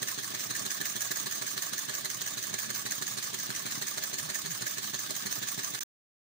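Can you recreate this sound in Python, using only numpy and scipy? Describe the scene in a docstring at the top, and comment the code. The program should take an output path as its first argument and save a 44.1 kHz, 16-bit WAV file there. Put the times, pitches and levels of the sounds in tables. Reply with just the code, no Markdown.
"""A small V-twin flame-eater (vacuum) engine runs on a bench, about six turns a second, close to two microphones.
Each turn, gas puffs push the air, one valve clacks, the other slaps twice, and slides scrape over a rattle.
These metal parts are bursts of noise; rods and plates ring as fading tones and the fins sing as narrow noise.
Burner flames flutter and pop through the bench, two low hoots swell and sink, and a faint rumble lies below.
Near the end the sound drops out for an instant, returns and then stops abruptly."""
import sys
import numpy as np
from scipy import signal
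from scipy.fft import rfft, irfft
from scipy.io import wavfile
from scipy.ndimage import uniform_filter1d

SR = 44100
rng = np.random.default_rng(int(sys.argv[2]) if len(sys.argv) > 2 else 0)


def generate_wav(signal):
    """Clip the signal to [-1, 1] and save it as 16-bit WAV at the path in sys.argv[1]."""
    frames = np.transpose(np.atleast_2d(signal))
    scaled = np.clip(frames, -1, 1) * 32767
    pcm = np.round(scaled).astype(np.int16)
    wavfile.write(sys.argv[1], SR, pcm)


N = 276462
TIME, HZ = np.arange(N) / SR, np.fft.rfftfreq(N, 1 / SR)
FIRST_CLACK_S, STOP_S = 0.0296, 5.834
CRUISE = 6.3  # usual turns per second; above it the parts land harder, below it softer


def gain_of(db):
    """Turns decibels into amplitude."""
    return 10 ** (np.asarray(db) / 20)


def evened(x):
    """Scales a signal to an rms of one."""
    return x / np.sqrt(np.mean(x ** 2) + 1e-20)


def read(table, column=1):
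    """Reads one column of a spectrum table at every frequency, along a log scale."""
    rows = np.array(table, float)
    return np.interp(np.log(HZ + 1), np.log(rows[:, 0] + 1), rows[:, column])


def wobble(span_s):
    """Smooth random drift with an rms of one; a longer span drifts more slowly."""
    smoothing = np.exp(-(HZ * span_s) ** 2)
    return evened(irfft(rfft(rng.standard_normal(N)) * smoothing, N))


def clipped_chance(count):
    """Bell-shaped random numbers, held within -2 and 2."""
    return np.clip(rng.standard_normal(count), -2, 2)


def leaned(spectrum, left_db, right_db):
    """Gives one sound its own level at each microphone."""
    return spectrum * gain_of([[left_db], [right_db]])


def resonances(modes):
    """Adds up resonances, each with its own gain at its centre."""
    total = 0
    for hz, width, db in modes:
        total = total + gain_of(db) * 1j * HZ * width / (hz ** 2 - HZ ** 2 + 1j * HZ * width)
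    return total


# speed of the flywheel, which times every stroke: (t/s, speed/turns per second)
FLYWHEEL_SPEED = [(0.0, 6.378), (0.32, 6.15), (0.68, 6.615), (1.08, 6.603), (2.32, 6.077), (2.48, 6.367),
                  (2.56, 6.113), (3.0, 6.317), (3.56, 6.161), (3.8, 6.35), (4.72, 6.185), (4.8, 6.131),
                  (5.8, 6.314)]


def speed(at):
    """Turns per second of the flywheel at the given times."""
    return np.interp(at, *np.transpose(FLYWHEEL_SPEED))


def moments(share, jitter_s):
    """The time in every turn at which the crank reaches the given angle, give or take a little."""
    clock = TIME[::100]
    angle = np.cumsum(speed(clock)) * clock[1]
    angle = angle - np.interp(FIRST_CLACK_S, clock, angle)
    turns = np.arange(np.interp(STOP_S, clock, angle))
    return np.interp(turns + share, angle, clock) + jitter_s * rng.standard_normal(len(turns))


def strength(at, speed_db, spread_db):
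    """Level of each stroke: so many dB harder for each extra turn per second, give or take a little."""
    return speed_db * (speed(at) - CRUISE) + spread_db * clipped_chance(len(at))


def blows(at, db, rise, fall):
    """Power over time of a row of contacts, each building up and dying away."""
    nearest = np.searchsorted((at[1:] + at[:-1]) / 2, TIME)
    since = TIME - at[nearest]
    shape = np.exp(-np.maximum(since / fall, -since / rise))
    return (gain_of(db)[nearest] * shape) ** 2


def pressure(contacts, jitter_s, speed_db, spread_db):
    """Force of a part whose contacts come back every turn, a little early or late, soft or hard."""
    power = np.zeros(N)
    for share, db, rise, fall in contacts:
        at = moments(share, jitter_s)
        power += blows(at, db + strength(at, speed_db, spread_db), rise, fall)
    return np.sqrt(power)


# likeness of the noise at the two microphones: (f/Hz, likeness/0-1)
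MICROPHONE_LIKENESS = [(100, 0.91), (600, 0.92), (1600, 0.4), (2500, 0.24), (7000, 0), (12000, 0.3)]


def two_microphones(a, b):
    """Mixes two independent spectra so that left and right are as alike as the table says."""
    like = np.clip(read(MICROPHONE_LIKENESS), 0, 1)
    return np.array([a, like * a + np.sqrt(1 - like ** 2) * b])


def ring(t60, wet_db):
    """Direct sound plus a dense decay at two microphones: alike in the bass, even in overall colour."""
    # the decay falls by 60 dB in t60 seconds
    a, b = rng.standard_normal((2, N)) * gain_of(-60 * np.minimum(TIME / t60, 5))
    tail = two_microphones(rfft(a / np.linalg.norm(a)), rfft(b / np.linalg.norm(b)))
    response = 1 + gain_of(wet_db) * tail
    return response / np.sqrt(uniform_filter1d(abs(response) ** 2, size=500, axis=1))


# colour of each moving part: (f/Hz, clack level/dB, slap level/dB, slide level/dB, rattle level/dB)
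PART_COLOURS = [(590, 2, -4, 1.2, 0.5), (1175, 4, -5.5, 3, 0.6), (1770, 3.5, 2.4, -2, -0.5),
                (2800, 5, 2.6, 0, 8), (3980, 5, -1.5, -1, 3), (5380, -5, -4.5, -2, -6.5),
                (6330, 5, 4.5, 6.5, -2), (9000, 3, -0.8, 3.5, -4.5), (11800, -2, -1.5, -0.5, -7),
                (15000, -1.5, -1.8, 2.5, -10)]


def chatter(force, column, grain_db, flutter_db, ring_s, ring_db):
    """Metal on metal: a spray of tiny uneven impacts under the force, ringing the part briefly."""
    unevenness_db = grain_db * clipped_chance(N) + flutter_db * np.clip(wobble(0.0032), -2, 2)
    sizes = evened(gain_of(unevenness_db))
    a, b = rfft(force * sizes * rng.standard_normal((2, N)))
    return two_microphones(a, b) * ring(ring_s, ring_db) * gain_of(read(PART_COLOURS, column))


def shifting(spectrum, patchy_db):
    """No two strokes land alike: patches of pitch turn louder or softer for a few hundredths of a second."""
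    z = signal.stft(irfft(spectrum, N), nperseg=512)[2]
    patches = rng.standard_normal(z.shape[1:])
    patches = uniform_filter1d(patches, size=6, axis=0)  # across frequency
    patches = evened(uniform_filter1d(patches, size=5, axis=1))  # across time
    gains = evened(gain_of(patchy_db * np.clip(patches, None, 2)))
    return rfft(signal.istft(z * gains, nperseg=512)[1][:, :N])


# sound of the metal frame at each microphone: (f/Hz, left level/dB, right level/dB)
FRAME_COLOUR = [(500, -11, -6.5), (620, -9.5, -1.5), (763, -13, -12), (1080, -12.5, -9), (1120, -11, -1.9),
                (1350, -10.5, -5.5), (1730, -2, 5), (1963, -6.5, -8.5), (2700, -11, -15), (2824, -14, -12),
                (4395, -3, -0.5), (5400, 1, -1.5), (6750, -4.5, 1.1), (6920, -11.5, -3)]
# treble resonances of the microphone ports: (f/Hz, left level/dB, right level/dB)
PORT_COLOUR = [(6940, 0, 0), (8400, 2.3, -2.5), (9530, -1, 3), (10040, -5.5, -18.5), (11230, -3, -0.5),
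               (12500, -21, -9), (13430, -30.5, -22.5), (14930, 0, 12), (15420, -16.5, 1.5)]
# the small parts radiate little bass: (f/Hz, level/dB)
SMALL_PART_BASS = [(20, -29.5), (60, -18.5), (120, -21), (300, 2), (500, 0)]


def through_frame(parts):
    """The frame, the microphone ports and the small size of the parts colour the metal noise."""
    sides = np.array([read(FRAME_COLOUR, side) + read(PORT_COLOUR, side) for side in (1, 2)])
    return parts * gain_of(sides + read(SMALL_PART_BASS) - 29)


# low resonances of bench and base plate: (f/Hz, width/Hz, level/dB)
BENCH_MODES = [(120, 19, 0), (165, 40, -6), (205, 22, 2), (282, 36, -2), (385, 24, -1.5), (610, 60, -14)]


def through_bench(pushes, ring_db, low_hz, top_hz, lean_db):
    """Pushes on the air are heard directly, without deep bass or much treble, and also ring the bench."""
    bass_cut = (1j * HZ / low_hz) ** 2 / (1 + 1j * HZ / low_hz - (HZ / low_hz) ** 2)
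    direct = 1 / (1 + 1j * HZ / top_hz) ** 3
    air = rfft(pushes) * bass_cut ** 2 * (direct + gain_of(ring_db) * resonances(BENCH_MODES))
    return leaned(air, -lean_db, lean_db)


def rattle():
    """The bearings rattle all the time, under a force that drifts only a little."""
    force = gain_of(-5.5 + 1.0 * wobble(0.04))
    return chatter(force, 4, grain_db=1, flutter_db=2.0, ring_s=0.027, ring_db=-5)


# long-ringing modes of the cooling fins, before squaring: (f/Hz, width/Hz, level/dB)
FIN_MODES = [(3530, 14, -4), (3584, 14, 0), (5162, 18, -8), (5306, 22, -4), (5950, 16, -1), (6361, 16, -3),
             (7349, 8, 0)]


def fins():
    """The fins are shaken all the time and sing on through the gaps: noise in narrow bands."""
    bands = sum(abs(resonances([mode])) ** 2 for mode in FIN_MODES)
    return gain_of(-25.5) * rfft(rng.standard_normal((2, N))) * bands


def flames():
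    """The burners flutter: noise that pushes the air with an unsteady level."""
    return gain_of(-42.5 + 2.8 * wobble(0.013)) * rng.standard_normal(N)


# faint rumble of the workshop at each microphone: (f/Hz, level/dB)
RUMBLE_COLOUR = [(25, -65), (60, -66), (130, -52), (280, -48.5), (500, -67), (1500, -89.5)]


def rumble():
    """Low room noise that reaches the two microphones from all sides, so each hears its own."""
    return rfft(rng.standard_normal((2, N))) * gain_of(read(RUMBLE_COLOUR))


def add_push(pushes, s, db):
    """Adds one sudden drop of pressure, a single sample long."""
    pushes[round(s * SR)] -= gain_of(-4.5 + db)


# gas puffs within a turn: (t/share of a turn after the clack, level/dB)
GAS_PUFFS = [(-.079, -1), (-.03, -12.5), (0.014, -6.5), (.667, -15.5), (0.731, -10)]


def puffs():
    """Suction puffs tug at the air in every turn, harder when the engine turns faster."""
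    pushes = np.zeros(N)
    for share, db in GAS_PUFFS:
        at = moments(share, jitter_s=0.00041)
        for s, level in zip(at, db + strength(at, speed_db=3.0, spread_db=2.5)):
            add_push(pushes, s, level)
    return pushes


# notes that the strokes ring once a turn, before chance detuning:
# (t/share of a turn after the clack, first f/Hz, settled f/Hz, rise t/s, t to fall 60 dB/s, level/dB)
STROKE_NOTES = [(-.07, 420.7, 375, 0.01, 0.13, -37), (-.02, 1804, 1730, .0012, .055, -38),
                (-.018, 4100, 4210, .0005, 0.057, -36), (.25, 2306, 1500, .003, 0.056, -43.5),
                (.335, 1704, 1600, .0012, 0.06, -40.5), (.335, 1211, 1220, .0016, 0.04, -46.5),
                (.53, 2444, 1540, .005, .05, -41.5), (.555, 1125, 1120, .0017, 0.07, -43.5),
                (0.571, 1278, 1220, .0016, 0.078, -44), (.72, 1808, 1760, .0012, 0.06, -47)]


def notes(spread_db=0.46, detune=0.025, lean_db=2.5, settle_s=0.013):
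    """Rods and valve plates ring after each stroke, never quite at one pitch; each glides as it settles."""
    out, t = np.zeros(N), np.arange(SR // 5) / SR
    for share, first_hz, settled_hz, rise, t60, db in STROKE_NOTES:
        pitch = settled_hz + (first_hz - settled_hz) * np.exp(-t / settle_s)
        cycles = np.cumsum(pitch) / SR
        for s in moments(share, jitter_s=0.0008):
            louder, higher = clipped_chance(2)
            size = gain_of(db + spread_db * louder - 60 * t / t60) * (1 - np.exp(-t / rise))
            out[round(s * SR):][:len(t)] += size * np.sin(2 * np.pi * (1 + detune * higher) * cycles)
    return leaned(rfft(out), -lean_db, lean_db)


# contacts of the first valve: (t/share of a turn after the clack, level/dB, rise t/s, fall t/s)
CLACK_CONTACTS = [(-.056, 0.5, 0.0031, 0.007), (-.012, 5.5, 0.0013, 0.0024), (.005, 5, .001, 0.0028),
                  (.03, -0.5, 0.0021, 0.011)]


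def clack():
    """The first valve clacks once a turn, in a cluster of short metal contacts."""
    force = pressure(CLACK_CONTACTS, jitter_s=0.0003, speed_db=3.5, spread_db=0.5)
    return chatter(force, 1, grain_db=3.5, flutter_db=2.0, ring_s=0.045, ring_db=-5.5)


# two slaps of the second valve, each inside a longer buzz of its loose plate:
# (t/share of a turn after the clack, level/dB, rise t/s, fall t/s)
SLAP_CONTACTS = [(.28, 4.4, 0.00098, .0018), (.284, 3, 0.0044, .008), (.348, 6, .0009, .0018),
                 (.354, 2.5, 0.0036, .0086)]


def slap():
    """The second valve slaps twice a turn, and its loose plate buzzes around each slap."""
    force = pressure(SLAP_CONTACTS, jitter_s=0.00074, speed_db=2.5, spread_db=2.1)
    return chatter(force, 2, grain_db=3.5, flutter_db=0.0, ring_s=0.029, ring_db=-2.5)


# scrapes of the slides: (t/share of a turn after the clack, level/dB, rise t/s, fall t/s)
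SLIDE_CONTACTS = [(0.39, -8, 0.0048, 0.0087), (.555, 0, 0.0032, 0.002), (0.72, -3.5, 0.0025, 0.0066),
                  (.73, -6, .003, 0.0067), (0.58, -3.5, 0.066, 0.036)]


def slide():
    """The slides scrape in every turn, with both short and drawn-out contacts."""
    force = pressure(SLIDE_CONTACTS, jitter_s=0.0013, speed_db=4.5, spread_db=0.45)
    return chatter(force, 3, grain_db=2.5, flutter_db=0.34, ring_s=0.037, ring_db=-5.0)


# flame pops: (t/s, level/dB)
FLAME_POPS = [(.459, 0), (.612, -0.5), (.633, -1.5), (2.484, -1), (2.510, 1), (3.775, 4.5), (5.378, 2.5)]


def pops():
    """The burner flames pop now and then, each with one sudden push on the air."""
    pushes = np.zeros(N)
    for s, db in FLAME_POPS:
        add_push(pushes, s, db)
    return pushes


# low hoots: (t of the top/s, top f/Hz, level/dB, half width t/s)
LOW_HOOTS = [(4.252, 169, -43.5, 0.025), (4.5, 178.2, -41, 0.032)]


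def hoots(sink=0.42, rough_db=1.0):
    """Soft, fluttering low tones whose pitch rises and sinks with their strength."""
    out = np.zeros(N)
    for s, hz, db, half in LOW_HOOTS:
        swell = np.exp(-((TIME - s) / half) ** 2)
        cycles = np.cumsum(hz * (1 - sink + sink * swell)) / SR
        out += gain_of(db) * np.sqrt(swell) * np.sin(2 * np.pi * cycles)
    return leaned(rfft(out * gain_of(rough_db * wobble(0.02))), -2.5, 1)


def scene():
    """The engine stands close by in a small workshop; its sound reaches the left microphone first."""
    parts = shifting(rattle() + clack() + slap() + slide(), patchy_db=2)
    metal = (through_frame(parts) + fins()) * ring(t60=0.22, wet_db=-15.5) + notes()
    pushes = flames() + puffs() + pops()
    air = through_bench(pushes, ring_db=4.5, low_hz=111.6, top_hz=440, lean_db=1.4)
    lag_s = np.array([[0], [0.0009734]])  # left, right
    return irfft((metal + air + hoots() + rumble()) * np.exp(-2j * np.pi * HZ * lag_s), N)


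# a brief dropout just before the stop: (from t/s, to t/s)
SILENT_GAP = (5.7922, 5.8075)


def record(dry):
    """The sound drops out for an instant, returns and is cut off short; then the top treble is removed."""
    heard = (TIME < SILENT_GAP[0]) | ((TIME > SILENT_GAP[1]) & (TIME < STOP_S))
    low_pass = signal.firwin(511, 15650, window=("kaiser", 9), fs=SR)  # edge in Hz
    return signal.oaconvolve(dry * heard, low_pass[None], "same")


dry = scene()
out = record(dry)
generate_wav(out)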